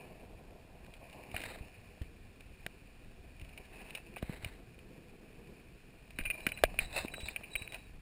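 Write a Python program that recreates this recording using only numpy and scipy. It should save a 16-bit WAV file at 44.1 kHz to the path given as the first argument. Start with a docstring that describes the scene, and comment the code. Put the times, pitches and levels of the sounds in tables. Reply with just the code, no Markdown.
"""Wind buffets a closed plastic camera housing worn on the head, while longboard wheels drone along a night street.
Grit scrapes and loose parts tick; then the rider steps off, runs beside the board and steps on again while a
bearing squeals and the housing rings once. Wind, road, rattle and grit are filtered noise, knocks ring resonances,
thumps are short dying swings, squeals and the housing ring are unsteady tones.
The sound is sampled at 12 kHz and held between samples."""
import sys
import numpy as np
from scipy import signal
from scipy.fft import rfft, irfft, next_fast_len
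from scipy.io import wavfile

SR = 44100
rng = np.random.default_rng(int(sys.argv[2]) if len(sys.argv) > 2 else 0)


def digitize_waveform(pressure):
    """Quantize a signal to 16-bit integers and store it at the path in sys.argv[1].

    Rows of a 2-D input are taken as channels; values are limited to [-1, 1].
    """
    field = np.atleast_2d(pressure).T
    bounded = np.clip(field, -1, 1)
    quanta = np.round(bounded * 32767).astype(np.int16)
    wavfile.write(sys.argv[1], SR, quanta)


N = 353239  # length in samples, about 8 s

# tone colour of bare grit: pitch_hz, relative level_db (per Hz)
GRIT_SPECTRUM = [(500, -11), (1500, 3.5), (3000, -1), (4300, -3), (6000, -7.5)]


def from_db(db):
    """Turn decibels into a gain."""
    return 10 ** (np.asarray(db) / 20)


def rms_one(x):
    """Scale a signal to an rms (average strength) of 1."""
    return x / np.sqrt(np.mean(x ** 2) + 1e-20)


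def in_time(rows):
    """Draw straight lines between table rows: one value per sample for each column after the time."""
    start_s, *columns = np.transpose(rows)
    time_s = np.arange(N) / SR
    return [np.interp(time_s, start_s, column) for column in columns]


def drift(corner_hz):
    """Smooth random wandering around 0 with spread 1; a higher corner wanders faster."""
    step = 20  # drawn at every 20th sample, then joined by straight lines
    r = np.exp(-2 * np.pi * step * corner_hz / SR)
    noise = rng.standard_normal(N // step + 4002)
    slow = signal.lfilter([1], [1, -2 * r, r * r], noise)[4000:]  # leave out the filter's start
    return np.interp(np.arange(N) / step, np.arange(len(slow)), rms_one(slow))


def coloured(x, spectrum):
    """Shape white noise with a spectrum that is cut to -90 dB beyond its ends; rms 1."""
    size = next_fast_len(N)
    hz, db = np.transpose(spectrum)
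    log_hz = np.log(np.fft.rfftfreq(size, 1 / SR) + 1e-3)
    gain = from_db(np.interp(log_hz, np.log(hz), db, left=-90, right=-90))
    return rms_one(irfft(rfft(x, size) * gain, size)[:N])


def gritty(per_s, spread_db, share):
    """Smooth white noise mixed with random single grains of uneven size; share is the grains' power."""
    size_db = spread_db * np.minimum(rng.exponential(1, N), 5)
    sizes = from_db(size_db) * rng.choice([-1, 1], N)
    grains = rms_one(sizes * (rng.random(N) < per_s / SR))
    share = np.clip(share, 0, 1)
    return np.sqrt(share) * grains + np.sqrt(1 - share) * rng.standard_normal(N)


def resonate(x, modes):
    """Ring several resonances side by side, with alternating signs; wider ones die faster."""
    out = 0
    for k, (hz, width_hz, db) in enumerate(modes):
        r = np.exp(-np.pi * width_hz / SR)
        poles = [1, -2 * r * np.cos(2 * np.pi * hz / SR), r * r]
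        rung = signal.lfilter([1 - r, 0, r - 1], poles, x)
        out = out + (-1) ** k * from_db(db) * rung
    return out


def spell(start_s, swell_s, hold_s, peak_db, sag_db):
    """Gain of one tone or scrape: it swells, sags while held, then dies away."""
    swell_from_db, release_db_per_s = -27.5, 500  # the swell starts this far under its top
    top_s = start_s + max(swell_s, .002)
    end_s = top_s + max(hold_s, .002)
    end_db = peak_db - sag_db
    rows = [(start_s - .01, -120), (start_s, peak_db + swell_from_db), (top_s, peak_db), (end_s, end_db),
            (end_s + 1, end_db - release_db_per_s)]
    return from_db(in_time(rows)[0])


def wind(level_db):
    """Low buffeting on the housing: deep noise whose strength wanders in lumps."""
    # tone colour of the wind: pitch_hz, relative level_db (per Hz)
    wind_spectrum = [(10, -18.5), (18, -0.5), (50, -3), (100, -9), (170, -14), (260, -19), (420, -29),
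                     (900, -72)]
    lumps = from_db(1.96 * drift(25.0))
    return from_db(level_db) * coloured(lumps * rng.standard_normal(N), wind_spectrum)


def wheels(wheel_db, hum_db):
    """Rough asphalt shakes the wheels and makes the deck hum; the same bumps drive both."""
    # tone colour of the wheel drone: pitch_hz, relative level_db (per Hz)
    drone_spectrum = [(120, 1), (220, 0.5), (300, -2), (420, -1.5), (520, -7), (640, -75), (1000, -45)]
    # tone colour of the humming deck: pitch_hz, relative level_db (per Hz)
    hum_spectrum = [(250, -18), (430, -20.5), (482, -5), (674, 2), (893, -8.5), (1070, -8.5), (1400, -38),
                    (1820, -68), (3080, -120)]
    bumps = from_db(2.4 * drift(30.0))
    road = bumps * gritty(600.0, 1.7, share=0.15)
    drone = from_db(wheel_db) * coloured(road, drone_spectrum)
    hum = from_db(hum_db) * coloured(road, hum_spectrum)
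    return drone + hum


def knocks():
    """Each tick or knock is a sharp contact and a dying chatter that ring four groups of resonances."""
    # knocks and ticks: start_s, level_db, thing struck, length_ms
    knock_rows = [(0.864, -52, "strap", 3), (0.938, -42.5, "mount", 4.4), (1.098, -45, "mount", 3),
                  (1.128, -47, "mount", 4.3), (1.315, -43, "mount", 3), (1.343, -32, "headgear", 7.3),
                  (1.364, -26, "truck", 2.9), (1.378, -54, "mount", 2.7), (1.404, -36, "mount", 1.8),
                  (1.416, -36.5, "mount", 6.4), (1.394, -42, "truck", 4), (1.437, -27, "wheel", 3.5),
                  (1.52, -44.5, "deck", 3), (1.558, -44.5, "deck", 1.4), (2.017, -47.5, "strap", 5),
                  (2.407, -44, "mount", 3), (2.664, -22, "wheel", 1.6), (3.397, -46, "mount", 3),
                  (3.414, -43, "mount", 3.4), (3.448, -44.5, "mount", 3), (3.492, -47.5, "mount", 3.3),
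                  (3.576, -39, "mount", 4.1), (3.652, -48, "mount", 4.3), (3.906, -38.5, "mount", 3),
                  (3.95, -30, "mount", 4.9), (3.973, -44, "housing", 2.8), (4.161, -40, "housing", 6),
                  (4.167, -33.5, "headgear", 13), (4.182, -41.5, "mount", 5.7),
                  (4.226, -32.5, "board", 2.6), (4.446, -27.5, "mount", 2.6), (4.789, -48, "mount", 3.3),
                  (4.978, -54, "truck", 2.3), (6.106, -42, "mount", 2.5), (6.187, -25.5, "truck", 3.4),
                  (6.197, -38, "housing", 9.2), (6.21, -36, "truck", 3.2), (6.237, -41, "mount", 2.7),
                  (6.252, -30.5, "housing", 9.8), (6.301, -26, "housing", 2.8),
                  (6.307, -29.5, "housing", 5), (6.352, -45.5, "deck", 2.8), (6.405, -40.5, "mount", 2.6),
                  (6.466, -17, "truck", 3.8), (6.488, -34, "mount", 5.2), (6.518, -30.5, "housing", 4.9),
                  (6.574, -38.5, "housing", 5.1), (6.588, -39, "truck", 3.2), (6.637, -7, "board", 2.9),
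                  (6.651, -32, "housing", 3.5), (6.742, -45.5, "deck", 1.2), (6.789, -18, "housing", 3),
                  (7.082, -38.5, "housing", 3.4), (7.138, -33.5, "truck", 5), (7.181, -39.5, "deck", 1),
                  (7.201, -38, "mount", 14), (7.285, -30, "housing", 4.3), (7.361, -28.5, "housing", 3.8),
                  (7.41, -46, "deck", 3.3), (7.434, -41.5, "housing", 8.3), (7.554, -25, "housing", 4),
                  (7.619, -37, "housing", 5.8), (7.676, -37, "housing", 1.9), (7.722, -35, "mount", 2.6),
                  (7.744, -32, "mount", 3.2)]
    # how strongly each thing rings the groups: deck_db, truck_db, housing_db, thin_db (added to the knock's level)
    struck = {"mount": (-20.5, -19.5, -9, -10.5), "housing": (-25.5, -17.5, -3.5, -21),
              "truck": (-35, -11, -9.5, -16), "deck": (-4, -32, -24, -13),
              "board": (-10, -18.5, -20.5, -14.5), "wheel": (-21.5, -14.5, -18, -15),
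              "strap": (-17, -9, -17, -7.5), "headgear": (-8.5, -25, -11.5, -22)}
    # resonances of the deck: pitch_hz, width_hz, relative level_db
    deck_modes = [(660, 130, 0), (400, 250, -10), (1180, 200, -14)]
    # resonances of the truck (wheel axle): pitch_hz, width_hz, relative level_db
    truck_modes = [(1580, 190, -0.71), (1957, 240, -1.3)]
    # resonances of the housing: pitch_hz, width_hz, relative level_db
    housing_modes = [(2411, 167, 5.6), (2841, 500, 3.66), (2949, 325, 3.5)]
    # thin high ringing: pitch_hz, width_hz, relative level_db
    thin_modes = [(3000, 574, 4), (3840, 415, 3), (4600, 1200, -6)]
    rise_ms, contact, contact_hz, boost_db = 0.71, 10.23, 3500, 6.5
    size = 3000  # samples given to each knock
    out = np.zeros(N + size)
    rows = np.array([(s, db, *struck[thing], ms) for s, db, thing, ms in knock_rows])
    ms = np.arange(size) / SR * 1000
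    length_ms = np.maximum(rows[:, 6:], .1)
    fade = np.exp(-ms / length_ms) * (1 - np.exp(-ms / rise_ms))
    chatter = 0.36 * rng.standard_normal((len(rows), size)) * fade
    chatter[:, :1] -= contact / length_ms  # short blows are mostly one hard contact
    lowpass = signal.butter(2, contact_hz, fs=SR, output="sos")
    soft = signal.sosfilt(lowpass, chatter)  # heavy parts feel it dulled
    blow = soft * np.exp(-ms / 2.0)  # the deck answers mainly the first moment
    groups = ((deck_modes, blow), (truck_modes, soft), (housing_modes, soft), (thin_modes, chatter))
    for column, (modes, drive) in enumerate(groups):
        rung = resonate(drive + 1e-18, modes)
        peak = from_db(rows[:, 1] + rows[:, 2 + column] + boost_db)
        rung *= (peak / np.abs(rung).max(axis=1))[:, None]
        for start_s, one in zip(rows[:, 0], rung):
            first = round(start_s * SR)
            out[first:first + size] += one
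    return out[:N]


def thumps():
    """Dull thumps through the rider's body: a push or pull with a quick front that swings back and dies."""
    # thumps: start_s, peak_db, pitch_hz, first swing
    thump_rows = [(1.344, -33.5, 72.4, "pull"), (1.609, -34.5, 52.7, "push"), (2.015, -30, 67.5, "push"),
                  (2.663, -39.5, 165, "push"), (3.423, -38, 42, "pull"), (4.228, -27, 197, "push"),
                  (4.228, -31, 52.7, "pull"), (4.296, -27, 154, "pull"), (4.435, -37, 90, "pull"),
                  (4.461, -33.5, 83, "pull"), (4.981, -40.5, 145, "push"), (6.191, -31.5, 240, "push"),
                  (6.209, -33, 23.8, "push"), (6.269, -37, 26, "pull"), (6.469, -25.5, 232, "push"),
                  (6.636, -34, 63, "push"), (6.644, -28.5, 33.5, "pull"), (6.818, -35, 25, "push"),
                  (7.049, -26, 255, "push"), (7.232, -35.5, 59, "pull"), (7.555, -39.5, 31.8, "pull"),
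                  (7.615, -39, 80, "push")]
    fade_cycles, rise_cycles, lead_rad = 0.53, 0.037, 0.69
    size = 8000  # samples given to each thump
    out, t = np.zeros(N + size), np.arange(size) / SR
    for start_s, db, hz, swing in thump_rows:
        front = 1 - np.exp(-t * hz / rise_cycles)
        push = front * np.sin(2 * np.pi * hz * t + lead_rad) * np.exp(-t * hz / fade_cycles)
        sign = 1 if swing == "push" else -1
        first = round(start_s * SR)
        out[first:first + size] += sign * from_db(db) * push / push.max()
    return out[:N]


def squeals_and_ring():
    """Rough, wavering tones: high bearing squeals near 3900 Hz and one lower ring of the housing near 2400 Hz."""
    # squeals and the housing ring: start_s, swell_s, hold_s, level_db, sag_db (over the hold), pitch_hz
    tone_rows = [(6.14, 0.028, 0.2, -72, -3, 3910), (6.225, 0.051, 0.13, -44, 9, 2390),
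                 (6.41, 0.027, 0.16, -65, -4, 3990), (6.803, 0.044, 0.03, -54, 9, 3920),
                 (7.085, 0.037, 0.13, -53.5, -4, 3920), (7.492, 0.044, 0.32, -45.5, 26, 3890)]
    waver_hz = 28.0  # typical size of the pitch wander
    waver = 2 * np.pi * np.cumsum(waver_hz * drift(113.0)) / SR
    roughness = rms_one(1.4 + drift(35))  # the strength often drops away
    t = np.arange(N) / SR
    tones = 0
    for *shape, hz in tone_rows:
        tones = tones + spell(*shape) * np.sin(2 * np.pi * hz * t + waver)
    return np.sqrt(2) * roughness * tones  # the root of 2 gives a sine rms 1


def scrapes():
    """Grit dragged under shoe and wheels: dense grains catch unevenly and ring board and housing."""
    # scrapes: start_s, swell_s, hold_s, gain_db (at the top), sag_db (over the hold), sound, high ringing_db
    scrape_rows = [(1.322, 0.026, 0.24, -53.5, 8, "broad", -2.5),
                   (3.676, 0.045, 0.24, -62, 1.5, "ringing", -28),
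                   (3.938, 0.035, 0.021, -52.5, 7, "ringing", -18),
                   (4.205, 0.018, 0.15, -61.5, -0.5, "broad", -6),
                   (4.38, 0.052, 0.21, -58, 20.5, "broad", -6.5),
                   (6.785, 0.02, 0.063, -49.5, 14, "broad", 1),
                   (6.899, 0.084, 0.064, -38, 15, "ringing", -1.5),
                   (7.243, 0.016, 0.049, -58.5, 1.5, "ringing", 6),
                   (7.7, 0.029, 0.04, -54.5, 3, "ringing", -21)]
    # what each sound of scrape excites: low_db, middle_db, housing_db
    scrape_colours = {"broad": (-0.5, 2.9, -61), "ringing": (-1.5, -5, -0.5)}
    # low, middle, housing and high resonances, each a list of: pitch_hz, width_hz, relative level_db
    rubbed_groups = [
        [(610, 600, 5), (1180, 320, 0)],
        [(1954, 1700, 0)],
        [(2580, 240, 0)],
        [(3780, 800, 12), (5040, 290, 8)],
    ]
    grains = from_db(2.9 * drift(33.0)) * gritty(800.0, 2.75, share=0.5)
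    # ringing each group twice sharpens its resonances
    rung = [rms_one(resonate(resonate(grains, modes), modes)) for modes in rubbed_groups]
    rasp = 0.7 * coloured(grains, GRIT_SPECTRUM)  # the bare grains, heard beside the ringing
    out = np.zeros(N)
    for *shape, sound, high_db in scrape_rows:
        mix = from_db([*scrape_colours[sound], high_db])
        out += spell(*shape) * (mix @ rung + rasp)
    return out


def rattle(level_db):
    """The housing buzzes on its mount in short uneven bursts of grainy noise."""
    # tone colour of the rattle: pitch_hz, relative level_db (per Hz)
    rattle_spectrum = [(710, -9), (1200, -14.5), (1410, -32.5), (1710, -7), (2060, -14), (2450, 2.5),
                       (2990, -10.5), (3220, -29), (4460, -16), (4960, -23), (5370, -16.5), (5900, -62),
                       (7670, -56), (13000, -120)]
    bursts = from_db(1.5 * drift(21.0))
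    return from_db(level_db) * coloured(bursts * gritty(300, 4.5, share=0.18), rattle_spectrum)


def steady_grit():
    """A faint, steady background of grit: dense random grains in smooth noise."""
    return from_db(-69.5) * coloured(gritty(2000.0, 2.9, share=0.21), GRIT_SPECTRUM)


def scene():
    """All sources reach one microphone; the two channels differ only by a faint flicker."""
    # the ride: start_s, wind_db, wheel drone_db, deck hum_db, housing rattle_db
    ride = [(0.0, -58, -57, -58.5, -60), (0.49, -56.5, -60, -63.5, -71.5), (0.8, -58, -63, -66, -67.5),
            (1.18, -59.5, -62, -57, -59), (1.43, -52, -55.5, -60, -59), (1.76, -57.5, -65, -67, -62),
            (2.1, -57, -62, -70.5, -68), (2.63, -55.5, -66, -71.5, -65), (3.19, -56.5, -63.5, -70.5, -68.5),
            (3.43, -52, -69.5, -67, -64), (3.84, -60, -58.5, -69.5, -60), (4.42, -55.5, -61, -69, -71),
            (4.64, -56.5, -61, -69.5, -67.5), (5.49, -58.5, -57.5, -69, -66), (5.82, -61, -63, -72, -68.5),
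            (6.16, -52.5, -64.5, -70, -65), (6.38, -56.5, -62, -60.5, -56), (6.8, -47.5, -63, -61, -58.5),
            (7.4, -57, -60, -63.5, -59), (7.61, -58, -60.5, -66.5, -56), (7.85, -53.5, -65.5, -70.5, -62.5),
            (8.01, -52.5, -72, -72, -71.5)]
    wind_db, wheel_db, hum_db, rattle_db = in_time(ride)
    noises = wind(wind_db) + wheels(wheel_db, hum_db) + rattle(rattle_db) + steady_grit() + scrapes()
    mono = noises + knocks() + thumps() + squeals_and_ring()
    flicker = from_db(-25.5) * drift(210.0) * noises
    return np.array([mono + flicker, mono - flicker])


def record(dry):
    """Sampling slowly and holding each value mirrors the sound around that rate, under a sinc slope."""
    hold_hz, cutoff_hz = 12000, 16700
    lowpass = signal.cheby2(10, 40, hold_hz / 2 + 500, fs=SR, output="sos")
    low = signal.sosfilt(lowpass, dry)
    mirrored = low * (1 + 2 * np.cos(2 * np.pi * hold_hz * np.arange(N) / SR))
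    size = next_fast_len(N + 4096)
    hz = np.fft.rfftfreq(size, 1 / SR)
    slope = np.sinc(hz / hold_hz)  # the hold lasts one coarse sample
    held = irfft(rfft(mirrored, size) * slope, size)[:, :N]
    return signal.sosfilt(signal.cheby2(12, 70, cutoff_hz, fs=SR, output="sos"), held)


dry = scene()
out = record(dry)
digitize_waveform(out)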